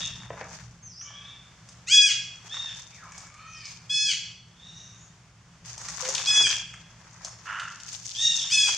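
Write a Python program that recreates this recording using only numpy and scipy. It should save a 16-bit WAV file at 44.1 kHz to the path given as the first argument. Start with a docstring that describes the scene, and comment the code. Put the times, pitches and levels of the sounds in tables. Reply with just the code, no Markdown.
"""Among rocks and trees, monkeys call: an infant squeals close by, others squeal, coo and whistle further off.
Voices are stacked harmonics, shaped by throat and mouth, roughened by unsteady pitch and fluttering breath.
Dry leaves rustle as clumped grains, twigs and stone snap and knock as noise bursts, a pulsed noise rasps hoarsely.
Rocks and trunks ring on as decaying scatter; shaped noise makes a far low hum and faint leaf and insect hiss."""
import sys
import numpy as np
from scipy import signal
from scipy.fft import rfft, irfft
from scipy.io import wavfile
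from scipy.ndimage import uniform_filter1d

SR = 44100
rng = np.random.default_rng(int(sys.argv[2]) if len(sys.argv) > 2 else 0)


def int16_out(signal):
    """Quantize to a 16-bit WAV file."""
    q = np.round(np.clip(np.atleast_2d(signal).T, -1, 1) * 32767)
    wavfile.write(sys.argv[1], SR, q.astype(np.int16))


N = 386842   # length in samples

# Microphone response: f/Hz, gain/dB
MICROPHONE_RESPONSE = [(28, -4), (60, 0.7), (3600, 0.5), (4000, -3), (4400, 1), (5000, 3), (6400, 6),
                       (8500, -9), (9600, -19.5), (12500, -30.5), (15500, -55)]
CUTOFF_HZ = 15700
# Colour of the far hiss: f/Hz, gain/dB
AIR_COLOUR = [(25, -75.5), (48, -51), (108, 3.5), (170, -13), (253, -19.5), (426, -17.5), (1240, -13),
              (3300, -19), (6400, -22.5), (8500, -18.5), (15500, -12.5)]
AIR_DB = -51.5   # mean of the gusts
# Left-right likeness of the hiss: f/Hz, likeness/1
AIR_LIKENESS = [(60, 1.0), (210, 0.93), (740, 0.951), (2590, 0.61), (9080, 0.067)]
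# Bands of the drone: f/Hz, width of each of two resonances in a row/Hz, level in the mix of bands/dB
HUM_BANDS = [(58.6, 75.1, -2), (115.47, 16.8, 1), (161.4, 27.65, 0)]
# Rise and fall of the drone, ahead of an overall trim: t/s, level/dB
HUM_CONTOUR = [(0, -42.5), (.45, -45.5), (1.0, -53), (5.3, -53), (6.6, -49), (7.2, -53.5), (8.77, -52.5)]
# Ring time of the glade: f/Hz, time to fall 60 dB/s
GLADE_RING_TIME = [(500, 0.53), (2900, 0.67), (3400, 0.6425), (6000, 0.536), (12000, 0.2)]

# Colour of the crisp leaf layer: f/Hz, gain/dB
CRISP_COLOUR = [(1500, -48), (2500, -13.5), (4500, -5), (6500, -2.5), (7600, -3.5), (9000, -3.5),
                (15000, 7.5)]
# Colour of the dull leaf layer: f/Hz, gain/dB
DULL_COLOUR = [(200, -18), (500, -7), (900, 5), (1700, 6), (2500, 0), (5000, -79.5)]
# Single stirs in the leaves: t of the peak/s, crisp level/dB, dull level/dB
LEAF_STIRS = [(0.001, -28, -48), (.44, -77, -45), (.55, -38.5, -69), (1.699, -48.5, -83), (2.553, -39, -50),
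              (2.778, -37.5, -58), (3.177, -39, -55), (3.702, -40, -65), (7.258, -41, -51),
              (7.6, -40, -52.5), (7.96, -32, -61)]
STIR_RISE_DB_PER_S, STIR_FALL_DB_PER_S = 70, 85
# Two longer scuffles, each a list of: t/s, crisp level/dB, dull level/dB
LEAF_SCUFFLES = [
    [(5.645, -42, -52), (5.67, -35, -55), (5.75, -37, -53), (5.95, -31, -47), (6.12, -25, -40.5),
     (6.25, -23, -41), (6.36, -31, -42), (6.5, -21, -44), (6.59, -25, -46.5), (6.65, -42, -66.5),
     (7.1, -67, -67)],
    [(8.04, -36, -77), (8.08, -33, -70), (8.45, -29, -51.5), (8.62, -31, -54.5), (8.68, -21, -41),
     (8.77, -25, -45)],
]
# Resonances of the rasp: f/Hz, width of the first of two in a row/Hz, level/dB
RASP_RESONANCES = [(1180, 260, -10), (1400, 300, 0), (1650, 280, -8), (2750, 320, -9)]
RASP_S, RASP_DB, RASP_ATTACK_S, RASP_HOLD_S, RASP_FALL_DB_PER_S = 7.45, -36.5, 0.033, 0.14, 96
RASP_PULSES_PER_S = 100   # on average
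# Twigs and knocks: t/s, crack peak ahead of panning/dB, knock peak/dB, knock ring f/Hz
TWIG_SNAPS = [(0.3041, -45, -23.5, 521), (0.4116, -50, -24, 600), (1.013, -48, -39.5, 1640),
              (1.1048, -53, -41.5, 900), (1.6885, -34.5, -53, 1090), (2.446, -60, -46.5, 406),
              (2.5675, -45, -29, 1200), (3.1202, -34, -39.5, 1830), (3.1795, -29, -43, 910),
              (3.206, -34, -44, 1220), (3.2683, -35, -45, 1210), (3.342, -38, -43.5, 1670),
              (3.654, -56, -31, 4470), (5.657, -33, -49, 2030), (5.7791, -24.5, -39.5, 860),
              (5.8152, -27, -46, 1070), (5.8474, -30.5, -36.5, 1150), (5.885, -21.5, -32.5, 1510),
              (6.007, -23.5, -37, 1200), (6.051, -24, -25, 3000), (6.0884, -12, -32, 438),
              (6.152, -15, -16, 3640), (6.1801, -20, -19, 2960), (6.212, -30, -27, 2160),
              (6.2588, -20.5, -17.5, 4160), (6.361, -20, -28, 2000), (6.409, -35, -34, 434),
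              (6.468, -19, -19.5, 1720), (6.5281, -21.5, -18.5, 2480), (6.578, -34, -43, 1500),
              (6.7392, -33.5, -34.5, 1380), (7.2476, -20, -39.5, 690), (7.5978, -28.5, -28.5, 3020),
              (7.8007, -33, -35, 3500), (7.93, -24, -51, 1830), (8.0571, -21.5, -57, 2150)]

# Gliding whistles, each a list of: t/s, pitch f/Hz, level/dB
WHISTLE_GLIDES = [
    [(.82, 6560, -52), (.89, 5810, -46.5), (.94, 4600, -57.5), (.98, 5300, -51), (1.015, 6024, -41.5),
     (1.07, 7700, -65)],
    [(2.9, 2555, -50), (2.97, 2084, -58.5), (3.03, 1296, -47.5), (3.08, 937.6, -55)],
    [(3.3, 1180, -61), (3.42, 1277, -46.5), (3.5, 1330, -57), (3.53, 1300, -70)],
    [(3.45, 6267, -65), (3.52, 5980, -60), (3.58, 5063, -55.5), (3.7, 4510, -51)],
    [(4.76, 5820, -57.5), (4.93, 6065, -64.5), (5.06, 7123, -63.5)],
]
# Base roughness of each whistle: roughness/1
WHISTLE_ROUGHNESS = (.15, .6, .3, .85, .95)
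WHISTLE_ECHO_DB, WHISTLE_SLACK = 2, .5
# Soft coos: the eleven arc columns listed under the infant's squeals,
# then echo relative to direct/dB, brightness/(dB per octave), base roughness/1
COO_CALLS = [ (1.019, 0.0343, 0.32, 0.043, 576, .005, -0.0063, .01, -57.5, 7.5, 5.3, 1, 1.5, 0.34),
             (3.04, 0.048, 0.34, 0.039, 568, 0.015, -0.00031, 0.0104, -59.5, 6, 3.9, 6, 1, 0.544),
             (3.329, 0.083, .16, 0.11, 614, 0.0556, -0.0068, 0.155, -49, -4, 1.6, 8, 12.5, 0.354),
             (6.02, 0.041, 0.049, 0.021, 510.2, .001, -0.06, .05, -44.5, 5.5, 12, -6.5, -39, 0.091), ]
# Throat of the coos: harmonic/1, level/dB
COO_HARMONICS = [(1, -14), (2, 0), (3, -6), (4, -1), (5, -14), (6, -24), (7, -22), (9, -45)]
# Hoarser youngster further off: columns as for the coos
YOUNGSTER_CALLS = [ (-.1, 0.0754, 0.074, 0.062, 915, 0.043, 0.031, 0.054, -30, 35.5, 3.3, 5.7, -3, 0.92),
                   (1.03, 0.0348, .21, 0.086, 781, 0.0299, -0.14, 0.0106, -52, -6, 9.4, 5.6, -5.5, 0.54),
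                   (2.48, 0.071, 0.096, 0.08, 923, 0.161, 0.0083, 0.28, -37, 6, 4, 1.08, -4.5, .25),
                   (4.56, 0.13, 0.18, 0.109, 950, 0.1, 0.014, 0.034, -55, 9, 6.6, 5.5, 2, 0.4),
                   (8.141, .1, 0.1362, 0.058, 945.9, 0.17, 0.045, 0.2, -27.5, 7, 1.85, 2.7, 5.5, 0.26), ]
# Throat of the youngster: harmonic/1, level/dB
YOUNGSTER_HARMONICS = [(1, -52), (2, -12), (3, -10.5), (4, 2), (5, -17), (6, -10.5), (7, -13), (8, -16.5),
                       (10, -21), (16, -47)]
YOUNGSTER_PAN_DB, YOUNGSTER_RING_DB = -0.8, 4
# Infant's squeals. Arc: start t/s, rise/s, hold/s, fall/s, pitch f/Hz, starts below/share, sags/share,
# ends below/share, level/dB, fade along the hold/dB, fade along the fall/dB;
# then brightness/(dB per octave), lift of third harmonic/dB, lift of fifth harmonic/dB
INFANT_CALLS = [ (1.861, 0.077, 0.099, 0.11, 839.7, 0.35, 0.014, 0.34, -17.5, 4, 12.8, 0.34, 0, -1),
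                (3.891, 0.032, 0.12, 0.108, 850.1, 0.035, 0.0018, 0.26, -25, -2, 3.26, 1.7, 1, 9),
                (6.262, 0.0302, .12, 0.077, 847.2, 0.0454, 0.00802, 0.11, -20.5, 1.5, 3.9, 1.8, 2.5, 0),
                (8.49, 0.048, 0.12, 0.076, 865.3, 0.245, 0.0538, 0.16, -20, 5, 16, 4, 5, 8), ]
# Throat of the infant: harmonic/1, level/dB
SQUEAL_HARMONICS = [(1, -59), (2, -17.5), (3, -7), (4, -0.5), (5, -22.5), (6, -5.5), (7, -12), (8, -14),
                    (9, -14.5), (10, -9.5), (11, -15.5), (16, -20.5)]
INFANT_ECHO_DB, INFANT_PAN_DB, INFANT_RING_DB = -1.81, .8, 2.8
INFANT_ROUGH = .03   # base roughness, 0-1
MOUTH_HZ = 3500
BELOW_BRIGHTENS_DB = 16   # dB per octave gained for each share below the top pitch
ONSET_DB, SLACK_DB_PER_SHARE = 4, 73.5   # level missing at the start; more for each share below pitch
THROAT_SLACK = 2.5   # roughness gained for each share below the top pitch


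def from_db(db):
    """Gain of a level in dB."""
    return 10 ** (np.asarray(db) / 20)


def rms_one(x):
    """Scaled to rms 1."""
    return x / np.sqrt(np.mean(x ** 2) + 1e-20)


def panned(x, pan_db):
    """Left and right copies, the left louder by pan_db."""
    return x * from_db(np.array([[.5], [-.5]]) * pan_db)


def at_hz(points, hz):
    """Reads a two-column table on a logarithmic axis of frequency or harmonic order."""
    axis, values = np.transpose(points)
    return np.interp(np.log(hz), np.log(axis), values)


def levels(tables):
    """Smoothed gains over time from tables of (t/s, level/dB, ..), silent outside each table."""
    t, out = np.arange(N) / SR, 0
    for rows in tables:
        s, *columns = np.transpose(rows)
        out = out + np.array([from_db(np.interp(t, s, c, left=-200, right=-200)) for c in columns])
    return uniform_filter1d(out, size=400, mode="nearest")


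def drift(rate_hz, size):
    """Slow random wandering of rms 1: white noise through two equal one-pole lowpasses."""
    r, run_in = np.exp(-2 * np.pi * rate_hz / SR), round(SR / rate_hz)
    noise = rng.standard_normal(size + run_in)
    return rms_one(signal.lfilter([1], [1, -2 * r, r * r], noise)[run_in:])


def coloured(x, spectrum):
    """Filters each channel by a table of gains."""
    hz = np.fft.rfftfreq(x.shape[-1], 1 / SR) + 1   # keeps clear of log 0
    return irfft(rfft(x) * from_db(at_hz(spectrum, hz)), x.shape[-1])


def resonate(x, hz, width_hz):
    """One two-pole resonance with a peak gain near 1."""
    r = np.exp(-np.pi * width_hz / SR)
    poles = [1, -2 * r * np.cos(2 * np.pi * hz / SR), r * r]
    return signal.lfilter([(1 - r * r) / 2, 0, (r * r - 1) / 2], poles, x)


def air():
    """Far hiss of leaves and insects: gusting noise, less alike left and right in the treble."""
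    mid, side = rfft(rng.standard_normal((2, N)))
    alike = np.clip(at_hz(AIR_LIKENESS, np.fft.rfftfreq(N, 1 / SR) + 1), -1, 1)
    both = irfft(np.sqrt(1 + alike) * mid + np.sqrt(1 - alike) * side * [[1], [-1]], N)
    gusts_db = 1.2 * drift(2, N)
    return from_db(AIR_DB + gusts_db) * rms_one(coloured(both, AIR_COLOUR))


def hum():
    """A far drone: noise through three narrow resonances, which makes each band waver."""
    noise = rng.standard_normal(N)
    bands = 0
    for hz, width, db in HUM_BANDS:
        bands = bands + from_db(db) * rms_one(resonate(resonate(noise, hz, width), hz, width))
    return from_db(-3.0) * levels([HUM_CONTOUR])[0] * rms_one(bands)


def glade(x):
    """Scattering by rocks and trunks: it builds up, then dies band by band, partly alike left and right."""
    t = np.arange(int(1.5 * SR)) / SR
    common, left, right = rng.standard_normal((3, len(t)))
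    response = 0
    edges = 300 * 2 ** np.arange(0, 5.9, 1 / 3)   # third octaves
    for low, high in zip(edges, edges[1:]):
        scatter = common + low / 8000 * np.array([left, right])   # treble scatters wider
        band = signal.sosfilt(signal.butter(2, [low, high], "band", fs=SR, output="sos"), scatter)
        response = response + band * from_db(-60 * t / at_hz(GLADE_RING_TIME, np.sqrt(low * high)))
    response = response * (1 - np.exp(-t / 0.0068))
    response = response / np.sqrt(np.sum(response ** 2) / 2)
    response[:, round(.035 * SR)] += from_db([-9, -11])   # one rock face answers on its own
    return signal.fftconvolve(x[None], response, axes=1)[:, :N]


def movement():
    """Crisp and dull gain of the leaves: scuffles, and stirs that swell and die."""
    out, t = levels(LEAF_SCUFFLES), np.arange(N) / SR
    for s, *db in LEAF_STIRS:
        lost_db = np.maximum(STIR_RISE_DB_PER_S * (s - t), STIR_FALL_DB_PER_S * (t - s))
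        out = out + from_db(db)[:, None] * from_db(-lost_db)
    return out


def rustle():
    """Leaves crackle as dense uneven grains, each with its own side and colour, over a softer brushing."""
    born = rng.random(N) < 800 * from_db(5.0 * drift(25, N)) / SR   # grains come in clumps
    sizes = from_db(4.2 * np.minimum(rng.exponential(1, N), 3.2)) * born * rng.choice([-1, 1], N)
    side = np.clip(rng.normal(1.0, 1.0, N), -1, 1)
    clicks = sizes * np.array([1 + side, 1 - side])
    dealt = rng.integers(0, 6, N)   # which colour each grain gets
    grains = 0
    for k, hz in enumerate(np.geomspace(500, 12000, 6)):
        ringing = resonate(clicks * (dealt == k) + 1e-18, hz, 0.5 * hz) / np.sqrt(hz)
        grains = grains + ringing * from_db(3 * drift(12, N))   # colours come and go
    brushing = coloured(rng.standard_normal((2, N)), [(500, 9.7), (12000, 1.2)])
    leaves = rms_one(grains) + brushing * from_db(3.5 * drift(20, N) - 3)
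    crisp, dull = movement()
    centred = leaves + 1.2 * leaves.mean(axis=0)   # the dull layer sits nearer the middle
    return crisp * rms_one(coloured(leaves, CRISP_COLOUR)) + dull * rms_one(coloured(centred, DULL_COLOUR))


def rasp():
    """A hoarse grunt: uneven rapid pulses, each with a puff of breath, through broad resonances."""
    cycle = np.cumsum(RASP_PULSES_PER_S * (1 + .12 * drift(40, N)) / SR) % 1
    puffs = (.5 + np.exp(-3 * cycle)) * rng.standard_normal(N)
    grit = puffs + 4 * (np.diff(cycle, prepend=0) < 0)   # a click opens each pulse
    ringing = 0
    for hz, width, db in RASP_RESONANCES:
        ringing = ringing + from_db(db) * resonate(resonate(grit, hz, width), hz, 1.3 * width)
    t = np.arange(N) / SR - RASP_S
    fall_db = RASP_FALL_DB_PER_S * np.maximum(t - RASP_HOLD_S, 0)
    shape = np.clip(t / RASP_ATTACK_S, 0, 1) * from_db(RASP_DB - fall_db)
    return shape * rms_one(ringing) * from_db([[-2.0], [1.5]])   # leans right


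def snaps():
    """Each snap is a bright noise crack, mostly from the left, and a dull resonant knock in the middle."""
    out, t = np.zeros((2, N)), np.arange(1500) / SR
    for s, crack_db, knock_db, knock_hz in TWIG_SNAPS:
        burst, pan_db = rng.standard_normal(len(t)), rng.normal(2.1, 2.3)
        crack = resonate(burst * np.exp(-t / 0.0071), rng.uniform(7700, 8000), 5100)
        crack = crack + 0.39 * burst * np.exp(-t / 0.00073)   # sharp edge
        knock = resonate(burst * np.exp(-t / 0.0049), knock_hz, 0.37 * knock_hz)
        knock = resonate(knock, knock_hz, 3.4 * knock_hz)
        crack = panned(from_db(crack_db) * crack / np.max(np.abs(crack)), pan_db)
        at = round(s * SR)
        out[:, at:at + len(t)] += crack + from_db(knock_db) * knock / np.max(np.abs(knock))
    return out


def arc(row):
    """Pitch and level of one call as rows of (t/s, f/Hz, level/dB): rise, sagging hold, fall."""
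    start, rise, hold, fall, hz, below, sag, drop, db, fade_db, fall_db = row[:11]
    s = np.arange(0, rise + hold + fall, .004)
    to_go, held, gone = np.clip([1 - s / rise, (s - rise) / hold, (s - rise - hold) / fall], 0, 1)
    pitch = hz * (1 - below * to_go ** 1.6 - sag * held - drop * gone ** 1.8)
    swell_db = (ONSET_DB + SLACK_DB_PER_SHARE * below) * to_go ** 1.61
    return np.transpose([start + s, pitch, db - swell_db - fade_db * (held - .5) - fall_db * gone])


def harmonic_gains(orders, pitch, throat, tilt_db, ring_db):
    """Throat weights by harmonic order, tilt and mouth ring by frequency, evened to a steady power."""
    gains = from_db(at_hz(throat, orders) + tilt_db * np.log2(orders / 4))
    gains = gains * (orders * pitch < .45 * SR)   # no aliasing
    gains = gains * from_db(ring_db / (1 + ((orders * pitch - MOUTH_HZ) / 350) ** 2))
    return gains / np.sqrt(np.sum(gains ** 2, axis=0) / 2)


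def voices(calls, throat, slack):
    """Folds sound 18 harmonics through throat and mouth; returns direct sound and what goes to the echoes."""
    direct, sent = np.zeros((2, N)), np.zeros(N)
    orders = np.arange(1, 19)[:, None]
    for rows, echo_db, pan_db, tilt_db, ring_db, rough in calls:
        s, *columns = np.transpose(rows)
        at = np.arange(max(round(s[0] * SR), 0), min(round(s[-1] * SR), N))
        pitch, level_db = [np.interp(at / SR, s, c) for c in columns]
        below = 1 - pitch / pitch.max()
        # slackening folds run rough, half as much while the pitch climbs
        rough = np.clip(rough + slack * below * np.where(np.gradient(pitch) > 0, .5, 1), 0, 1)
        unsteady = 1 + .03 * rough * (1 + rough ** 2) * drift(120, len(at))
        phase = 2 * np.pi * np.cumsum(pitch * unsteady) / SR
        gains = harmonic_gains(orders, pitch, throat, tilt_db + BELOW_BRIGHTENS_DB * below, ring_db)
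        flicker = from_db([2.2 * drift(18, len(at)) for k in orders])   # the mouth keeps moving
        breath = 1 + 1.1 * rough * drift(200, len(at))   # the air stream flutters
        call = np.sum(gains * flicker * np.sin(orders * phase + orders ** 2), axis=0) * breath
        call = call * from_db(level_db) * signal.windows.tukey(len(at), min(1200 / len(at), 1))
        near = 1 / np.sqrt(1 + from_db(2 * echo_db))   # direct and echo share the power
        direct[:, at] += panned(near * call, pan_db)
        sent[at] += near * from_db(echo_db) * call
    return direct, sent


def whistles():
    """Gliding whistles, from fairly pure to very rough and breathy, with a weak second harmonic."""
    calls = [(rows, WHISTLE_ECHO_DB, 0, 0, 0, rough) for rows, rough in zip(WHISTLE_GLIDES, WHISTLE_ROUGHNESS)]
    return voices(calls, [(1, 0), (2, -40), (3, -80)], WHISTLE_SLACK)


def coos():
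    """Soft calls from slack folds, without a mouth ring."""
    calls = [(arc(row), row[-3], 0, row[-2], 0, row[-1]) for row in COO_CALLS]
    return voices(calls, COO_HARMONICS, THROAT_SLACK)


def youngster():
    """Hoarser squeals from rough folds, with the mouth ringing."""
    calls = [(arc(row), row[-3], YOUNGSTER_PAN_DB, row[-2], YOUNGSTER_RING_DB, row[-1])
             for row in YOUNGSTER_CALLS]
    return voices(calls, YOUNGSTER_HARMONICS, THROAT_SLACK)


def infant():
    """Close squeals, each with its own lift of the third and fifth harmonics."""
    squeals = []
    for row in INFANT_CALLS:
        tilt_db, third_db, fifth_db = row[-3:]
        lift_db = {3: third_db, 5: fifth_db}
        throat = [(k, db + lift_db.get(k, 0)) for k, db in SQUEAL_HARMONICS]
        call = (arc(row), INFANT_ECHO_DB, INFANT_PAN_DB, tilt_db, INFANT_RING_DB, INFANT_ROUGH)
        squeals.append(voices([call], throat, THROAT_SLACK))
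    return squeals


def scene():
    """All sources, with calls, snaps and rasp echoing in the glade."""
    ground = snaps() + rasp()
    calls = [whistles(), coos(), youngster(), *infant()]
    sent = sum(echo for direct, echo in calls) + from_db(-3.5) * ground.mean(axis=0)
    return air() + hum() + glade(sent) + rustle() + ground + sum(direct for direct, echo in calls)


def record(dry):
    """The small microphone peaks in the presence range and loses the top, with a steep final cutoff."""
    lowpass = signal.cheby2(12, 70, CUTOFF_HZ, fs=SR, output="sos")
    return signal.sosfilt(lowpass, coloured(dry, MICROPHONE_RESPONSE))


dry = scene()
out = record(dry)
int16_out(out)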